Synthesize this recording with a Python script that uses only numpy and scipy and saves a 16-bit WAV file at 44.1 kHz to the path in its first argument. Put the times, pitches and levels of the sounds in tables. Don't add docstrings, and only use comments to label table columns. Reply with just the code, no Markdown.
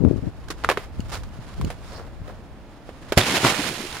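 import sys
import numpy as np
from scipy import signal
from scipy.fft import rfft, irfft
from scipy.io import wavfile
from scipy.ndimage import uniform_filter1d

SR = 44100
rng = np.random.default_rng(int(sys.argv[2]) if len(sys.argv) > 2 else 0)


def put_to_file(sound):
    columns = np.atleast_2d(sound).T
    safe = np.clip(columns, -1, 1)
    whole_steps = np.round(safe * 32767)
    wavfile.write(sys.argv[1], SR, whole_steps.astype(np.int16))


N = 176400
BREAK_S = 3.1731
SPREAD_HZ = 2540

# frequency_hz, level_db
RUMBLE_SPECTRUM = [(15, -15.5), (35, 4.5), (80, 2.5), (140, -3), (250, -19), (500, -30), (1500, -56.5)]
# frequency_hz, level_db
FRACTURE_SPECTRUM = [(80, -33), (350, -1), (1300, 4), (2500, -5.5), (5500, -8), (10000, -16.5),
                     (16000, -28.5)]


def undb(db):
    return 10 ** (np.asarray(db) / 20)


def times():
    return np.arange(N) / SR


def curve(rows, column=1):
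    rows = np.array(rows)
    return np.interp(times(), rows[:, 0], rows[:, column])


def pan(db):
    return undb(np.array([np.atleast_1d(db), -np.atleast_1d(db)]) / 2)


def colour(x, spectrum):
    points, size = np.array(spectrum), 4096
    hz = np.maximum(np.fft.rfftfreq(size, 1 / SR), 1)
    shape_db = np.interp(np.log(hz), np.log(points[:, 0]), points[:, 1])
    cepstrum = irfft(np.log(undb(shape_db)))
    cepstrum[1:size // 2] *= 2
    cepstrum[size // 2 + 1:] = 0
    impulse = irfft(np.exp(rfft(cepstrum)))
    return signal.fftconvolve(x, impulse[None] / np.linalg.norm(impulse), axes=1)[:, :N]


def highpass(x, hz, order=2):
    return signal.sosfilt(signal.butter(order, hz, "high", fs=SR, output="sos"), x)


def widen(x):
    side = 0.97 * highpass(x[1], SPREAD_HZ, order=1)
    return x[0] + np.array([side, -side]) * pan(db=-5.5)


def wander(per_s):
    hold = max(int(SR / per_s), 1)
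    return uniform_filter1d(np.repeat(rng.standard_normal(N // hold + 1), hold), hold)[:N]


def grains(per_s, scatter_db):
    hits = rng.random(N) < per_s / SR
    size = undb(scatter_db * np.clip(rng.standard_normal(N), -2, 2))
    x = hits * size * rng.choice([-1, 1], (2, N))
    return x / np.std(x)


def burst(start_s, swell_ms, decay_ms):
    ms = (times() - start_s) * 1000
    return np.clip(ms / swell_ms, 0, 1) * np.exp(-np.clip((ms - swell_ms) / decay_ms, 0, 50))


def ring(start_s, hz, decay_ms):
    age = np.maximum(times() - start_s, 0)
    return np.sin(2 * np.pi * hz * age) * np.exp(-np.minimum(age * 1000 / decay_ms, 50))


def buffeting():
    # start_s, length_s, level_db, left_minus_right_db
    gusts = [(.0, .12, -14.5, 32), (0.12, 0.075, -23, 25), (0.224, 0.073, -23.5, 9),
             (1.596, 0.089, -26.5, -2.5)]
    # frequency_hz, level_db
    gust_spectrum = [(20, -18), (60, 2.5), (130, 1.5), (280, -3.5), (450, -13), (800, -28.5), (1600, -55),
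                     (5000, -76)]
    # start_s, level_db, left_minus_right_db
    eddies = [(0.037, 1.5, 29), (0.0484, 3, 27), (.075, -4, 23), (0.1102, 2.5, 34), (0.16, -4.5, 26),
              (0.229, -17, -3), (0.9945, -7, 26), (1.388, -16, 5), (1.644, -6, -23), (1.668, -12.5, -18),
              (2.215, -21, 2)]
    ports = lambda side_db: pan(side_db) / pan(abs(side_db))[0]
    t, envelope, thuds = times(), 0, 0
    for start, length, db, side_db in gusts:
        gate = np.clip(np.minimum(t - start, start + length - t) / 0.0021 + .5, 0, 1)
        envelope += undb(db) * ports(side_db) * gate
    turbulence = rng.standard_normal((2, N)) * undb(7.2 * np.tanh(wander(per_s=120)))
    for start, db, side_db in eddies:
        hz = 272 * 2 ** (db / 15)
        thuds += undb(db) * ports(side_db) * ring(start, hz, decay_ms=510 / hz)
    thuds = signal.sosfilt(signal.butter(5, 620, fs=SR, output="sos"), thuds)
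    return envelope * colour(turbulence, gust_spectrum) + thuds


def breeze():
    # time_s, relative_db
    strength = [(.3, -43.5), (.85, -43.5), (.98, -36), (1.5, -44), (1.65, -30), (1.76, -45.5),
                (2.25, -41.5), (2.72, -51.5), (3.1, -45.5)]
    # frequency_hz, level_db
    air_spectrum = [(59, -15.5), (100, -3.5), (300, -7), (378, -13.5), (654, -13.5), (900, -18),
                    (2370, -29.5), (15500, -55)]
    calm_db = -10 * np.clip((times() - 3) / 0.29, 0, 1)
    rumble = colour(rng.standard_normal((2, N)), RUMBLE_SPECTRUM)
    rumble *= undb(curve(strength) + 4.5 + calm_db + 2 * np.tanh(wander(per_s=24.73)))
    air = highpass(widen(colour(rng.standard_normal((2, N)), air_spectrum)), hz=179)
    return rumble + air * undb(-45) * pan(db=-1)


def rustle():
    # time_s, relative_db
    movement = [(0.0, -61.5), (0.16, -56.5), (0.31, -61), (0.53, -58.5), (0.67, -49.5), (0.81, -74),
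                (1.04, -53.5), (1.15, -60.5), (1.47, -55.5), (1.65, -48.5), (1.78, -56.5), (1.96, -55),
                (2.12, -63), (2.5, -66.5), (2.73, -64.5), (2.99, -58), (3.1, -50.5)]
    # frequency_hz, level_db
    cloth_spectrum = [(100, 11.5), (500, -0.5), (1200, 2), (2500, -7), (5000, -11), (10000, -19.5),
                      (15000, -34)]
    brush = widen(colour(grains(per_s=9000, scatter_db=1), cloth_spectrum))
    hiss_band = signal.butter(3, (4100, 5600), "band", fs=SR, output="sos")
    threads = signal.sosfilt(hiss_band, grains(per_s=1400, scatter_db=4))
    scrape = undb(-53) * burst(1.83, swell_ms=145, decay_ms=32) * widen(threads / np.std(threads))
    brush *= undb(curve(movement) + 6 + 4.5 * np.tanh(wander(per_s=60)))
    return (brush + scrape) * pan(db=-2)


def snow():
    # start_s, level_db, swell_ms, decay_ms
    crunches = [(.483, -35, 0.77, 5.7), (.501, -28, 3.7, 11.7), (.80, -47, 44, 15), (1.08, -42.5, 21, 32),
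                (1.116, -33, 8.5, 15), (1.13, -33, 16, 23), (1.232, -41.5, 4.4, 5.7),
                (1.76, -48.5, 178, 56), (3.162, -25.5, 9.7, 5), (3.432, -25.5, 39, 42), (3.94, -34, 13, 50)]
    # start_s, level_db, swell_ms, decay_ms
    presses = [(1.89, -42.5, 45, 85), (1.97, -42, 12, 54), (2.235, -40, 56, 45), (3.437, -25, 8.3, 33)]
    # frequency_hz, level_db
    press_spectrum = [(120, -18), (350, -4.5), (580, 2.5), (850, -5.5), (1300, -6.5), (2500, -22),
                      (5000, -27.5), (12000, -40)]
    swells = lambda rows: sum(undb(db) * burst(start, swell, decay) for start, db, swell, decay in rows)
    crunch = swells(crunches) * widen(colour(grains(per_s=3500, scatter_db=5.5), FRACTURE_SPECTRUM))
    press = swells(presses) * widen(colour(grains(per_s=1000, scatter_db=0.5), press_spectrum))
    return (crunch + press) * pan(db=-2)


def cracks():
    # start_s, snap_db, pitch_hz, ring_ms, splinter_db, splinter_ms, treble_db
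    fractures = [(.503, -27, 313, 7.8, -40, 9, -1), (0.6376, -25, 905, 2, -25.5, 16, -14),
                 (.6464, -3.5, 1320, 1.1, -25.5, 2.9, 1.5), (0.6896, 3, 1100, 0.72, -15, 11, -6.5),
                 (.6985, -15, 574, 6.4, -19.5, 9.5, -5), (0.7124, -12, 1510, 0.92, -25.5, 6.2, -1),
                 (0.7184, -16, 1100, 3.4, -36.5, 34, -2), (0.7729, -6.5, 1220, 0.59, -19.5, 3.6, -23),
                 (0.775, -16, 404, 3.3, -37.5, 44, -1.5), (1.613, -21.5, 1040, 1.6, -33, 4.7, 6),
                 (1.702, -26, 716, 5.4, -31.5, 15, 1), (2.891, -22, 520, 2.04, -38.5, 8.9, -8),
                 (3.1214, -15.5, 355, 3.4, -21.5, 11.3, -0.5), (3.1757, 0.5, 582, 2.5, -13, 4.2, 12.5),
                 (3.182, -14, 730, 7, -19, 11, 8.5), (3.2137, -7, 3570, 0.99, -29, 2.8, -2),
                 (3.449, -3.5, 1160, 1.3, -32, 2.4, 1), (3.465, -8.5, 990, 1.6, -30, 2.1, 4),
                 (3.927, -25, 3700, 1.4, -40, 3.3, 15.5)]
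    # frequency_hz, level_db
    splinter_spectrum = [(60, -32), (200, -11), (400, 4.5), (1100, -2.5), (2000, -4.5), (3500, -11),
                         (7000, -19.5), (12000, -23.5), (16000, -36)]
    shower = widen(colour(grains(per_s=5000, scatter_db=-1.5), splinter_spectrum))
    snaps, tick_gain, shower_gain, treble_gain = 0, 0, 0, 0
    for start, snap_db, hz, ring_ms, splinter_db, splinter_ms, treble_db in fractures:
        snap = highpass(ring(start, hz, ring_ms), hz / 2)
        knock = undb(-17.5) * ring(start, hz=412, decay_ms=4.2)
        snaps += undb(snap_db) * (snap + knock)
        tick_gain += undb(snap_db - 17 + treble_db / 2) * burst(start, swell_ms=0.082, decay_ms=1)
        envelope = undb(splinter_db) * burst(start, swell_ms=0.21, decay_ms=splinter_ms)
        shower_gain += envelope
        treble_gain += envelope * (undb(treble_db) - 1)
    ticks = tick_gain * colour(rng.standard_normal((2, N)), FRACTURE_SPECTRUM)
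    splinters = shower_gain * shower + treble_gain * highpass(shower, hz=3700, order=1)
    return (snaps + ticks + splinters) * pan(db=-2)


def clicks():
    # start_s, relative_db
    contacts = [(1.0037, -34.5), (1.6473, -29)]
    # pitch_hz, relative_db
    modes = [(2880, 3), (4500, -1), (6500, -0.5), (13000, -21)]
    envelope = sum(undb(db) * burst(start, swell_ms=0.4, decay_ms=2.4) for start, db in contacts)
    taps = envelope * rng.standard_normal((2, N))
    rings = sum(undb(db) * signal.lfilter(*signal.iirpeak(hz, Q=10, fs=SR), taps) for hz, db in modes)
    return 2 * widen(rings)


def collapse():
    # pitch_hz, level_db, decay_ms
    sheet_modes = [(104, -17.5, 31), (365, -12, 11.6)]
    # time_s, relative_db, left_minus_right_db
    crumbling = [(3.19, -21.5, -4.5), (3.252, -27.5, -0.5), (3.268, -23, -2.5), (3.334, -23.5, -2),
                 (3.37, -20.5, -1.5), (3.392, -29, -5), (3.42, -26.5, -3), (3.45, -20.5, -1.5),
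                 (3.505, -21.5, -2.5), (3.535, -29.5, -8), (3.684, -30.5, -6.5), (3.706, -36, -7),
                 (3.912, -43, -7.5), (3.98, -44.5, -5.5)]
    # frequency_hz, level_db
    grit_spectrum = [(200, -3), (400, -1), (700, 2), (1200, -2), (2000, -0.5), (3200, -3), (5000, -8),
                     (8000, -13), (11000, -17.5), (15500, -30.5)]
    # time_s, relative_db
    knocking = [(3.19, -21), (3.252, -38), (3.282, -29.5), (3.416, -32.5), (3.448, -23.5), (3.518, -34),
                (3.68, -37), (3.85, -45), (3.89, -60)]
    # frequency_hz, level_db
    slab_spectrum = [(30, -27), (70, -5.5), (130, 2), (220, 3), (350, 2), (550, -4.5), (1200, -25),
                     (4000, -49)]
    thump = undb(-0.5) * ring(BREAK_S, hz=159, decay_ms=3)
    thump += sum(undb(db) * ring(BREAK_S, hz, decay_ms) for hz, db, decay_ms in sheet_modes)
    rumble = colour(rng.standard_normal((1, N)), RUMBLE_SPECTRUM)
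    drop = undb(-20) * burst(BREAK_S, swell_ms=3, decay_ms=26) * rumble
    grit = highpass(widen(colour(grains(per_s=5500, scatter_db=2), grit_spectrum)), hz=390)
    finer = 3.9 * np.clip(times() - 3.566, 0, .2)
    debris = grit + finer * highpass(grit, SPREAD_HZ, order=1) + shards()
    debris *= undb(curve(crumbling) - 0.38 + 0.94 * np.tanh(wander(per_s=150)))
    debris *= pan(curve(crumbling, column=2))
    slabs = widen(colour(grains(per_s=350, scatter_db=2.5), slab_spectrum)) * undb(curve(knocking) + 1.5)
    onset = np.clip((times() - BREAK_S) / 0.0085, 0, 1)
    return onset * debris + (thump + drop + onset * slabs) * pan(db=-1)


def shards(count=45, low_hz=1170, high_hz=6100, decay_cycles=1.8):
    out, age = np.zeros((2, N)), np.arange(SR // 50) / SR
    for when, pitch, softness, side in rng.random((count, 4)):
        start = int(BREAK_S * SR + when * (N - len(age) - BREAK_S * SR))
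        cycles = age * low_hz * (high_hz / low_hz) ** pitch
        snap = np.sin(2 * np.pi * cycles) * np.exp(-cycles / decay_cycles)
        out[:, start:start + len(age)] += undb(9.5 - softness) * pan(db=10 * (side - .5)) * snap
    return out


def water(rise_per_s=0.89):
    # start_s, pitch_hz, level_db
    gulps = [(3.323, 252, -20.5), (3.445, 266, -16), (3.591, 240, -23), (3.794, 297, -27.5),
             (3.838, 331, -27)]
    churn = wander(per_s=190) + 1j * wander(per_s=190)
    out = 0
    for start, hz, db in gulps:
        age = np.clip(times() - start, 0, .2)
        phase = 2 * np.pi * hz * age * (1 + rise_per_s * age / 2)
        pocket = np.imag(churn * np.exp(1j * phase))
        out += undb(db) * burst(start, swell_ms=3.5, decay_ms=14) * pocket
    return out


def surroundings(x):
    tail = rng.standard_normal((2, N)) * burst(0.0027, swell_ms=3.4, decay_ms=33)
    return undb(-23) * signal.fftconvolve(x, tail / np.linalg.norm(tail[0]), axes=1)[:, :N]


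def scene():
    underfoot = cracks() + collapse() + water() + snow() + clicks()
    return underfoot + surroundings(underfoot) + rustle() + buffeting() + breeze()


def record(dry):
    notches = [5950, 7800]
    for hz in notches:
        dry = signal.lfilter(*signal.iirnotch(hz, Q=30, fs=SR), dry)
    top_cut = signal.ellip(8, .2, 70, 15800, fs=SR, output="sos")
    return signal.sosfilt(top_cut, np.clip(dry, -1, 1))


dry = scene()
out = record(dry)
put_to_file(out)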